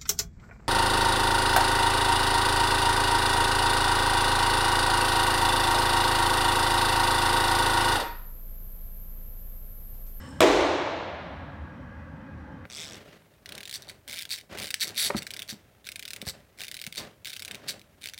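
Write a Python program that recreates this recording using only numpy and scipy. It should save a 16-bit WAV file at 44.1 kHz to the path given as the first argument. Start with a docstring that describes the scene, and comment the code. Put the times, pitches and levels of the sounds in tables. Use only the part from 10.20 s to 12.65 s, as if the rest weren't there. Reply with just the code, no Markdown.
"""Shoe slap in a gym hall

A lifter's shoes slap a rubber floor once under a barbell: a burst of noisy cracks and damped mat modes.
Six early echoes, band-wise decaying noise and standing waves ring on for over a second; the slab booms low.
Noise-driven plate resonances chatter faintly before the landing and fade after it.
Ventilation drones throughout, as coloured noise with narrow noise bands.
"""
import sys
import numpy as np
from scipy import signal
from scipy.io import wavfile
from scipy.ndimage import uniform_filter1d

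SR = 44100
rng = np.random.default_rng(int(sys.argv[2]) if len(sys.argv) > 2 else 0)


def output_pcm(signal):
    """Save a mono or channel-first signal as 16-bit PCM at the path in sys.argv[1].

    Samples are clipped to [-1, 1] before scaling.
    """
    pcm = np.clip(np.atleast_2d(signal).T, -1, 1) * 32767
    wavfile.write(sys.argv[1], SR, np.round(pcm).astype(np.int16))


def elevation(decibels):
    """Turn decibel levels (scalar or array-like) into linear amplitude ratios."""
    levels = np.asarray(decibels, float)
    return 10 ** (levels / 20)


N = 108045  # samples
LAND_S = 0.2053  # the shoes meet the floor

# Relative spectrum of the cracks: (frequency [Hz], density [dB per Hz])
CRACK_SPECTRUM = [(200, -45), (500, -20.5), (1000, 0.5), (1500, -1), (1950, -13), (2400, 1), (2750, -13),
                  (3400, -0.5), (4300, -10.5), (5100, -12.5), (6300, -19), (7500, -9), (9000, -19),
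                  (11000, -23.5), (13500, -23.5), (16000, -32)]
# Damped modes of the rubber mat: (frequency [Hz], starting amplitude [dB], T60 [s])
MAT_MODES = [(378.5, -18, 0.0526), (643, -7.5, 0.044)]
# First echoes from near walls and roof: (delay [s], crack gain [dB], mat gain [dB], low-pass corner [Hz])
EARLY_ECHOES = [(.0036, -11, -16, 8000), (.0097, -6.5, -4.5, 6030), (0.0119, -6, -12.5, 14020),
                (.0203, -2.5, -0.5, 8000), (0.0239, -11.5, -10, 5940), (0.0287, -16, -3, 5930)]
# Relative starting spectrum of the reverberation: (frequency [Hz], density [dB per Hz])
HALL_SPECTRUM = [(90, -45), (150, -15), (250, -21), (285, -2), (350, -0.5), (460, -6), (640, -5.5),
                 (730, -10), (1000, -13), (1300, -18.5), (2000, -19), (3000, -22.5), (4000, -23),
                 (4500, -28.5), (6500, -30), (9000, -38.5), (12000, -45), (15500, -50), (16100, -71)]
# Reverberation time of the hall: (frequency [Hz], T60 [s])
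HALL_DECAY = [(120, 0.55), (240, 1.0), (300, 1.294), (430, 1.37), (550, 1.73), (700, 1.98), (1300, 2.2),
              (2500, 1.886), (4500, 1.536), (7000, 1.03), (10000, 0.72), (12500, .62), (15500, .5)]
# Standing waves in the tail: (frequency [Hz], width of each pass [Hz], starting level [dB], T60 [s])
STANDING_WAVES = [(281.3, 15, -24.5, 0.8), (339, 6, -20.5, 0.48), (417, 22, -19.5, .6),
                  (503, 16, -26.5, .7), (578, 11, -28.5, 0.65), (645, 12, -27, .8), (685, 28, -28, 1.0),
                  (1144, 15, -31.5, 1.0)]
# Resonances of the plates: (frequency [Hz], width of each pass [Hz], relative level [dB])
PLATE_MODES = [(1663, 130, -3), (3000, 260, -4.5), (5290, 150, -5), (7330, 740, -11), (8350, 990, -9),
               (11400, 2000, -21), (15000, 1200, -28), (3600, 5400, -10)]
# Brief harder rubs:
# (time [s], added force re steady rub [dB], centre frequency [Hz], spread [octaves], fade constant [s])
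HARD_RUBS = [(.0885, 14, 11000, .6, .003), (.090, 9, 5290, .15, .008), (.103, 10, 8200, .2, .006)]
# Relative spectrum of the ventilation wash: (frequency [Hz], density [dB per Hz])
AIR_SPECTRUM = [(15, -78), (25, -51), (60, -7.5), (80, -4.5), (108, -6.5), (273, -9), (330, -27),
                (470, -27.5), (510, -13), (669, -28.5), (854, -25.5), (1600, -23), (2330, -36),
                (15200, -71.5), (16500, -75)]
# Fuzzy duct drones: (frequency [Hz], width of each pass [Hz], level [dB])
DUCT_DRONES = [(79, 17, -46), (154.7, 26, -56.5), (275, 78, -54), (550, 50, -63), (850.6, 150, -59),
               (1127, 32.2, -63), (1636, 110, -59.5), (2000, 120, -67.5), (2500, 50, -75),
               (3100, 130, -77.5), (5630, 340, -85.5)]


def evened(x):
    """Normalization: divides a signal by its root mean square."""
    return x / np.sqrt(np.mean(x ** 2) + 1e-20)


def read(points, hz):
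    """Interpolation of a table linearly in log frequency, as hearing spaces pitch."""
    f, value = np.transpose(points)
    return np.interp(np.log(hz + 1), np.log(f + 1), value)


def add(mix, s, sound):
    """Superposition: sums a sound into the mix from time s on."""
    part = mix[round(s * SR):][:len(sound)]
    part += sound[:len(part)]


def resonate(x, hz, width):
    """Resonance of unit peak gain: a one-pole low-pass shifted up to the resonant frequency."""
    turn = np.exp(2j * np.pi * hz * np.arange(len(x)) / SR)
    r = np.exp(-np.pi * width / SR)
    return 2 * (turn * signal.lfilter([1 - r], [1, -r], x / turn)).real


def narrow_band(x, hz, width):
    """Cascaded resonance: two equal passes steepen the skirts."""
    return resonate(resonate(x, hz, width), hz, width)


def colour(points, size=2048):
    """Minimum phase: the log magnitude alone fixes a causal impulse response."""
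    hz = np.abs(np.fft.fftfreq(size, 1 / SR))
    log_gain = np.log(elevation(read(points, hz)) + 1e-5)
    spectrum = np.exp(np.conj(signal.hilbert(log_gain)))
    return np.fft.ifft(spectrum).real[:size // 2]


def noise(field_db, size):
    """Short-time synthesis: random Fourier coefficients weighted by field_db(Hz, s)."""
    frames = N * 4 // size + 5
    hz = np.fft.rfftfreq(size, 1 / SR)[:, None]
    t = np.arange(frames) * size / 4 / SR
    a, b = rng.standard_normal((frames, size // 2 + 1, 2)).T
    coefficients = (a + 1j * b) * elevation(field_db(hz, t))
    return signal.istft(coefficients, nperseg=size, noverlap=size * 3 // 4)[1][:N]


def slap(crack_db=0, mat_db=0):
    """Impact excitation: cracks swell as the soles flatten, stop short, and leave the mat ringing."""
    crack_s, swell, mat_lag_s = 0.0026, 0.94, 0.0012
    rms_db = -14  # of the cracks while they last, before crack_db
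    t = np.arange(round(0.08 * SR)) / SR
    # random signs; the exponent below 1 evens out the crack sizes
    cracks = rng.choice([-1, 1], len(t)) * rng.exponential(1, len(t)) ** 0.8
    cracks *= (t < crack_s) * (0.5 + swell * t / crack_s)
    crack = signal.oaconvolve(cracks, colour(CRACK_SPECTRUM))[:len(t)]
    crack *= elevation(rms_db + crack_db) / np.sqrt(np.mean(crack[t < crack_s] ** 2))
    late = np.maximum(t - mat_lag_s, 0)
    mat = sum(elevation(mat_db + db - 60 * late / t60) * np.sin(2 * np.pi * hz * late)
              for hz, db, t60 in MAT_MODES)
    return crack + mat


def echoes():
    """Early reflection: the direct slap, then delayed, low-passed slaps with freshly drawn cracks."""
    out = np.zeros(N)
    add(out, LAND_S, slap())
    for delay, crack_db, mat_db, top_hz in EARLY_ECHOES:
        low_pass = signal.butter(1, top_hz, fs=SR)
        add(out, LAND_S + delay, signal.lfilter(*low_pass, slap(crack_db, mat_db)))
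    return out


def hall():
    """Diffuse reverberation: each band of noise decays at its own rate, with a few standing waves."""
    start_s, rise_s = 0.004, 0.0068  # delay after the landing, time constant of the build-up
    diffuse_db = -13  # rms of the first 0.1 s, before standing waves and build-up
    bend = 1.07  # above 1 the decay steepens as it goes

    def field_db(hz, t):
        return read(HALL_SPECTRUM, hz) - 60 * (t / read(HALL_DECAY, hz)) ** bend

    t = np.arange(N) / SR
    tail = noise(field_db, size=2048)
    tail *= elevation(diffuse_db) / np.std(tail[:SR // 10])
    for hz, width, db, t60 in STANDING_WAVES:
        mode = evened(narrow_band(rng.standard_normal(N), hz, width))
        tail += elevation(db - 60 * t / t60) * mode
    out = np.zeros(N)
    add(out, LAND_S + start_s, tail * (1 - np.exp(-t / rise_s)))
    return out


def boom():
    """Low-frequency structural vibration: the floor slab swings up slowly and dies away."""
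    hz, peak_db, peak_s, sharpness = 48.8, -32, 0.13, 5.4
    t = np.maximum(np.arange(N) / SR - LAND_S, 0)
    u = t / peak_s
    envelope = (u * np.exp(1 - u)) ** sharpness  # reaches 1 at peak_s
    return elevation(peak_db) * envelope * np.sin(2 * np.pi * hz * t)


def plates():
    """Friction excitation: rubbing on the sleeve drives the plate modes until the landing."""
    start_db, t60_s, flutter_db = -58.5, 2.9, 0.5  # gain at time 0, its decay, rms flutter of the force
    fade_s = 0.1  # time constant after the landing
    t = np.arange(N) / SR
    hz = np.transpose(PLATE_MODES)[0][:, None]
    flutter = evened(uniform_filter1d(rng.standard_normal(N), size=600))
    force = elevation(flutter_db * flutter) * np.ones_like(hz)
    for s, db, centre_hz, octaves, rub_fade_s in HARD_RUBS:
        share = np.exp(-(np.log2(hz / centre_hz) / octaves) ** 2)
        force += elevation(db) * share * np.exp(-np.abs(t - s) / rub_fade_s) * (t > s)
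    rub = rng.standard_normal((len(PLATE_MODES), N)) * force
    # dividing by the root of the width offsets the lower power passed by narrow modes
    out = sum(elevation(db) / np.sqrt(width / SR) * narrow_band(x, f, width)
              for x, (f, width, db) in zip(rub, PLATE_MODES))
    return out * elevation(start_db - 60 * t / t60_s) * np.exp(-np.maximum(t - LAND_S, 0) / fade_s)


def air():
    """Broadband flow noise: a ventilation wash with drifting patches, and fuzzy narrow-band drones."""
    wash_db, patch_db, waver_db = -44, 0.74, 3  # rms wash, rms patches, rms waver of the drone drive

    def field_db(hz, t):
        patches = rng.standard_normal((len(t), len(hz))).T
        patches = uniform_filter1d(patches, size=10, axis=0)  # along frequency
        patches = uniform_filter1d(patches, size=6, axis=1)  # along time
        return read(AIR_SPECTRUM, hz) + patch_db * evened(patches)

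    wash = elevation(wash_db) * evened(noise(field_db, size=2048))
    waver = rng.standard_normal((len(DUCT_DRONES), N))
    for _ in range(2):
        waver = uniform_filter1d(waver, size=3000, axis=1)
    drive = rng.standard_normal((len(DUCT_DRONES), N)) * elevation(waver_db * evened(waver))
    drones = sum(elevation(db) * evened(narrow_band(x, hz, width))
                 for x, (hz, width, db) in zip(drive, DUCT_DRONES))
    return wash + drones


def scene():
    """Linear superposition of all sources, in one channel."""
    return (echoes() + hall() + boom() + plates() + air())[None]


def top_cut(x):
    """Nothing passes above the cut-off."""
    return signal.sosfilt(signal.butter(12, 16850, fs=SR, output="sos"), x)


def record(dry):
    """Band limitation and compression: microphone hiss, then gain control that dips and recovers."""
    hiss_db, low_hz, stop_hz = -81.5, 38, 17500  # rms hiss, high-pass corner, 50 dB stop-band edge
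    knee_db, squeeze = -23, 0.29  # threshold, dB of gain cut per dB above it
    release_db_per_s = 13  # fall of the held level
    heard = dry + elevation(hiss_db) * rng.standard_normal(N)
    heard = signal.sosfilt(signal.butter(2, low_hz, "high", fs=SR, output="sos"), heard)
    heard = signal.sosfilt(signal.cheby2(10, 50, stop_hz, fs=SR, output="sos"), heard)
    # the origins make both averages look back in time
    power = uniform_filter1d(heard[0] ** 2, size=800, origin=399)
    power_db = 10 * np.log10(abs(power) + 1e-12)
    fall = np.arange(N) * release_db_per_s / SR
    held_db = np.maximum.accumulate(power_db + fall) - fall
    over_db = np.maximum(held_db - knee_db, 0)
    cut_db = squeeze * uniform_filter1d(over_db, size=400, origin=199)
    return top_cut(heard / elevation(cut_db))


dry = scene()
out = record(dry)
output_pcm(out)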